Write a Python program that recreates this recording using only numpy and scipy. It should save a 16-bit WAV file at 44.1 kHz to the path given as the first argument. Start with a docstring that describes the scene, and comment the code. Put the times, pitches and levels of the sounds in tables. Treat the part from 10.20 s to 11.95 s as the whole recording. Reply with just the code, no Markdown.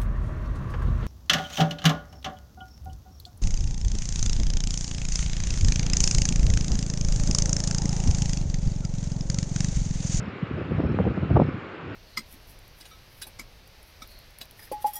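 """Gusty wind on a microphone above a grassy field

Turbulent airflow rumbles and rasps over the port, eddies thump on it one after another, and the
hardest end in short pops as the flow tears away. Behind lie the hush of distant air and foliage,
a small far bird whose high trills slow down as they swell, and one thin peep from another.
A soft low drone rises in the lull after the gust."""
import sys
import numpy as np
from scipy import signal
from scipy.fft import rfft, irfft
from scipy.io import wavfile
from scipy.ndimage import uniform_filter1d

SR = 44100
rng = np.random.default_rng(int(sys.argv[2]) if len(sys.argv) > 2 else 0)


def store_wav(level_fs):
    """Save 16-bit WAV to argv[1]."""
    pcm = np.round(np.clip(np.atleast_2d(level_fs), -1, 1) * 32767)
    wavfile.write(sys.argv[1], SR, pcm.T.astype(np.int16))


N = 77175
TIME = np.arange(N) / SR
BIN_HZ = np.arange(N // 2 + 1) * SR / N
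CUTOFF_HZ = 8000


def from_db(db):
    """Amplitude ratio of a level: a factor of ten per 20 dB."""
    return 10 ** (np.asarray(db) / 20)


def rms_one(x):
    """Normalisation to unit mean power."""
    return x / np.sqrt(np.mean(x ** 2) + 1e-20)


def butter(x, hz, kind, order):
    """Maximally flat low- or high-pass filter."""
    return signal.sosfilt(signal.butter(order, hz, kind, fs=SR, output="sos"), x)


def bell(centre_s, length_s):
    """Gaussian envelope whose power stays above 1/e of the peak for the given length."""
    return np.exp(-2 * np.minimum(((TIME - centre_s) / length_s) ** 2, 20))


def drift(corner_hz):
    """Slow random modulation: low-passed noise of rms 1."""
    spectrum = rfft(rng.standard_normal(N))
    return rms_one(irfft(spectrum / (1 + (BIN_HZ / corner_hz) ** 2) ** 2, N))


def coloured_noise(spectrum):
    """Spectral shaping of white noise along a curve of level against log frequency; rms 1."""
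    hz, db = np.transpose(spectrum)
    gain = from_db(np.interp(np.log(np.maximum(BIN_HZ, 1)), np.log(hz), db))
    return rms_one(irfft(rfft(rng.standard_normal(N)) * gain, N))


def evened(x, window_s):
    """Division by the smoothed envelope holds the short-term rms near 1."""
    power = np.abs(signal.hilbert(x)) ** 2 / 2
    return x / np.sqrt(uniform_filter1d(power, int(window_s * SR)) + 1e-20)


def rumble(flutter_db=1.5):
    """Turbulence makes low pressure fluctuations whose level follows the airflow and flutters."""
    # strength of the airflow at the microphone: t/s, level/dB
    airflow = [(0, -32), (.1, -40.5), (.135, -41), (.2, -51), (.29, -39.5), (.35, -33.5), (.42, -32.5),
               (.47, -36), (.58, -27.5), (.7, -27.5), (.9, -29), (.97, -33), (1.07, -30), (1.16, -21.5),
               (1.27, -25.5), (1.33, -37.5), (1.385, -40.5), (1.41, -45.5), (1.57, -53.5), (1.68, -38),
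               (1.75, -42)]
    # spectral density of the turbulence: f/Hz, relative level/dB
    spectrum = [(20, -42.5), (35, -31), (55, -12), (85, 3), (150, -0.5), (280, -8.5), (480, -20.5),
                (750, -25.5), (1500, -44.5), (3000, -81)]
    turbulence = evened(coloured_noise(spectrum), window_s=0.035)
    flow_db = np.interp(TIME, *np.transpose(airflow))
    return turbulence * from_db(flow_db + flutter_db * drift(corner_hz=42))


def rasp(wind):
    """Air tears at the rim of the port: noise modulated by the square of the fast pressure swings."""
    tearing = butter(rng.standard_normal(N), 750, "high", order=2)
    tearing = butter(tearing, 1750, "low", order=4)
    fast_swings = butter(wind, 180, "high", order=2)  # slower swings do not tear
    return from_db(-14) * fast_swings ** 2 * rms_one(tearing)


def hush(bands=20, level_db=-39.5, shimmer_db=1.66):
    """Distant air and foliage: upper bands shimmer independently, so their summed power stays steady."""
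    # spectral density of the open landscape: f/Hz, relative level/dB
    landscape = [(25, -18.5), (60, -11), (120, -6), (220, 0), (310, 3), (470, 2), (650, -5.5), (980, -6.5),
                 (1330, -1.5), (1750, -8), (2300, -9.5), (2650, -10), (3050, -16.5), (4000, -23.7),
                 (5000, -31.5), (6200, -42), (7400, -43.5), (8300, -52.5)]
    spectrum = rfft(coloured_noise(landscape))
    centres_hz = np.geomspace(896, CUTOFF_HZ, bands)
    low, *upper = [irfft(spectrum * np.interp(BIN_HZ, centres_hz, band), N) for band in np.eye(bands)]
    shimmer = sum(band * from_db(shimmer_db * drift(corner_hz=24)) for band in upper)
    return from_db(level_db) * (low + shimmer)


def bird(notes=10, note_hz=5320, fall_hz_per_s=37000, swell_db=10.5):
    """A far bird trills in falling linear chirps, louder and further apart towards each trill's end."""
    # last note of each trill: t/s, level/dB
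    trills = [(.086, -58.5), (0.721, -58.5), (1.293, -59.5), (1.893, -59)]
    fast_gap_s, last_gap_s = 0.019, 0.028
    from_end = np.arange(notes)
    gaps = fast_gap_s + (last_gap_s - fast_gap_s) * np.exp(-(from_end / 2.2) ** 4)
    lead_s = np.cumsum(gaps) - gaps
    drop_db = swell_db * (from_end / (notes - 1)) ** 2
    out = np.zeros(N)
    for last_s, last_db in trills:
        for at_s, db in zip(last_s - lead_s, last_db - drop_db):
            t = TIME - at_s
            hz = note_hz + rng.normal(0, 25)
            phase = 2 * np.pi * (hz * t - fall_hz_per_s * t ** 2 / 2)
            out += from_db(db) * bell(at_s, length_s=0.0049) * np.sin(phase)
    return out


def eddies():
    """Each eddy is a burst of irregular pressure swings; large ones reach lower, fast ones higher."""
    # eddies that hit the port: peak t/s, level/dB, length/s, lower edge f/Hz, upper edge f/Hz
    hits = [(0.081, -27.5, 0.01, 105, 230), (0.341, -26.5, 0.021, 75, 150), (0.382, -28, 0.018, 110, 500),
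            (0.413, -28, 0.0086, 90, 540), (.52, -24.5, 0.013, 227, 390), (0.513, -29.5, 0.032, 55, 160),
            (0.584, -21, 0.0072, 69.7, 500), (0.599, -20.5, 0.014, 226, 454),
            (0.648, -20.5, 0.021, 58, 130), (.644, -25.5, 0.017, 240, 536), (0.7, -23, 0.013, 89.4, 324),
            (0.8, -18, 0.0084, 140, 600), (0.808, -19.5, 0.012, 85, 300), (0.854, -15, 0.003, 113.5, 675),
            (0.886, -22.5, 0.02, 55.5, 130), (0.871, -21, 0.014, 220, 620), (0.916, -25, 0.018, 80, 420),
            (0.979, -24.5, 0.015, 150, 480), (1.036, -30.5, 0.019, 250, 650),
            (1.115, -14, 0.013, 66.7, 136.4), (1.108, -21, 0.0068, 230, 686),
            (1.167, -13, 0.021, 71.5, 166), (1.17, -15.5, 0.01, 323, 1130), (1.199, -18.5, 0.012, 110, 800),
            (1.217, -16, 0.0096, 110, 830), (1.287, -25, 0.013, 150, 420), (1.372, -33.5, 0.015, 110, 280)]
    out = np.zeros(N)
    for at_s, db, length_s, low_hz, high_hz in hits:
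        swirl = butter(rng.standard_normal(N), 147, "low", order=1)  # tilt towards the bass
        swirl = butter(swirl, high_hz, "low", order=4)
        swirl = butter(swirl, low_hz, "high", order=4)
        out += from_db(db) * bell(at_s, length_s) * evened(swirl, window_s=0.016)
    return out


def thumps(relative_fall_per_s=47):
    """A compact vortex makes a brief pressure oscillation that slows as it passes."""
    # passing vortices: peak t/s, level/dB, length/s, f/Hz at the peak
    vortices = [(0.2321, -16, 0.0084, 162), (0.3129, -16, 0.0024, 206), (0.551, -15.5, 0.0055, 137.5),
                (0.715, -14.5, 0.0042, 145), (0.7452, -11.5, 0.0016, 219), (1.032, -15, 0.0077, 140.5),
                (1.145, -16, 0.02, 143), (1.254, -13.5, 0.0012, 190), (1.345, -19, 0.0048, 168)]
    out = np.zeros(N)
    for at_s, db, length_s, hz in vortices:
        t = TIME - at_s
        phase = rng.uniform(0, 2 * np.pi) + 2 * np.pi * hz * (t - relative_fall_per_s * t ** 2 / 2)
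        out += from_db(db) * bell(at_s, length_s) * np.sin(phase)
    return out


def peep(hz=4950, level_db=-62.5):
    """Another far bird whistles once: a pure tone burst of constant frequency."""
    return from_db(level_db) * bell(centre_s=0.384, length_s=0.01) * np.sin(2 * np.pi * hz * TIME)


def pops():
    """Flow separation at the port makes a steep pressure spike with a rebound."""
    # pressure spikes before filtering: t/s, peak level/dB, half width/s
    separations = [(.6035, -17.5, 0.00016), (0.7886, -8.5, 0.00018), (0.842, -19, 0.00028),
                   (0.8695, -9, 0.00052), (.978, -20, 0.00023), (1.1583, -14, 0.00019),
                   (1.1655, -7, 0.00034), (1.1694, -16, 0.00052), (1.1997, -1.5, 0.00028),
                   (1.2188, -2.5, 0.00081), (1.2207, -19, 0.00016)]
    spikes = sum(from_db(db) * bell(at_s, 2 * half_s) for at_s, db, half_s in separations)
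    return butter(spikes, hz=160, kind="high", order=2)  # the high-pass adds the rebound


def murmur(level_db=-38):
    """Narrow-band noise is heard as a soft low drone, swelling in the lull after the gust."""
    band = butter(rng.standard_normal(N), 256, "high", order=8)
    band = butter(band, 323, "low", order=8)
    return from_db(level_db) * bell(centre_s=1.7, length_s=0.058) * evened(band, window_s=0.096)


def scene():
    """Superposition of the wind on the port and the distant sounds, in one channel."""
    wind = rumble() + eddies() + thumps()
    return (wind + rasp(wind) + pops() + hush() + murmur() + bird() + peep())[None]


def record(dry):
    """Band limiting: the microphone sheds the deepest bass, and the top is cut steeply."""
    thinned = butter(dry, hz=53, kind="high", order=4)
    return butter(thinned, CUTOFF_HZ, "low", order=24)


dry = scene()
out = record(dry)
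store_wav(out)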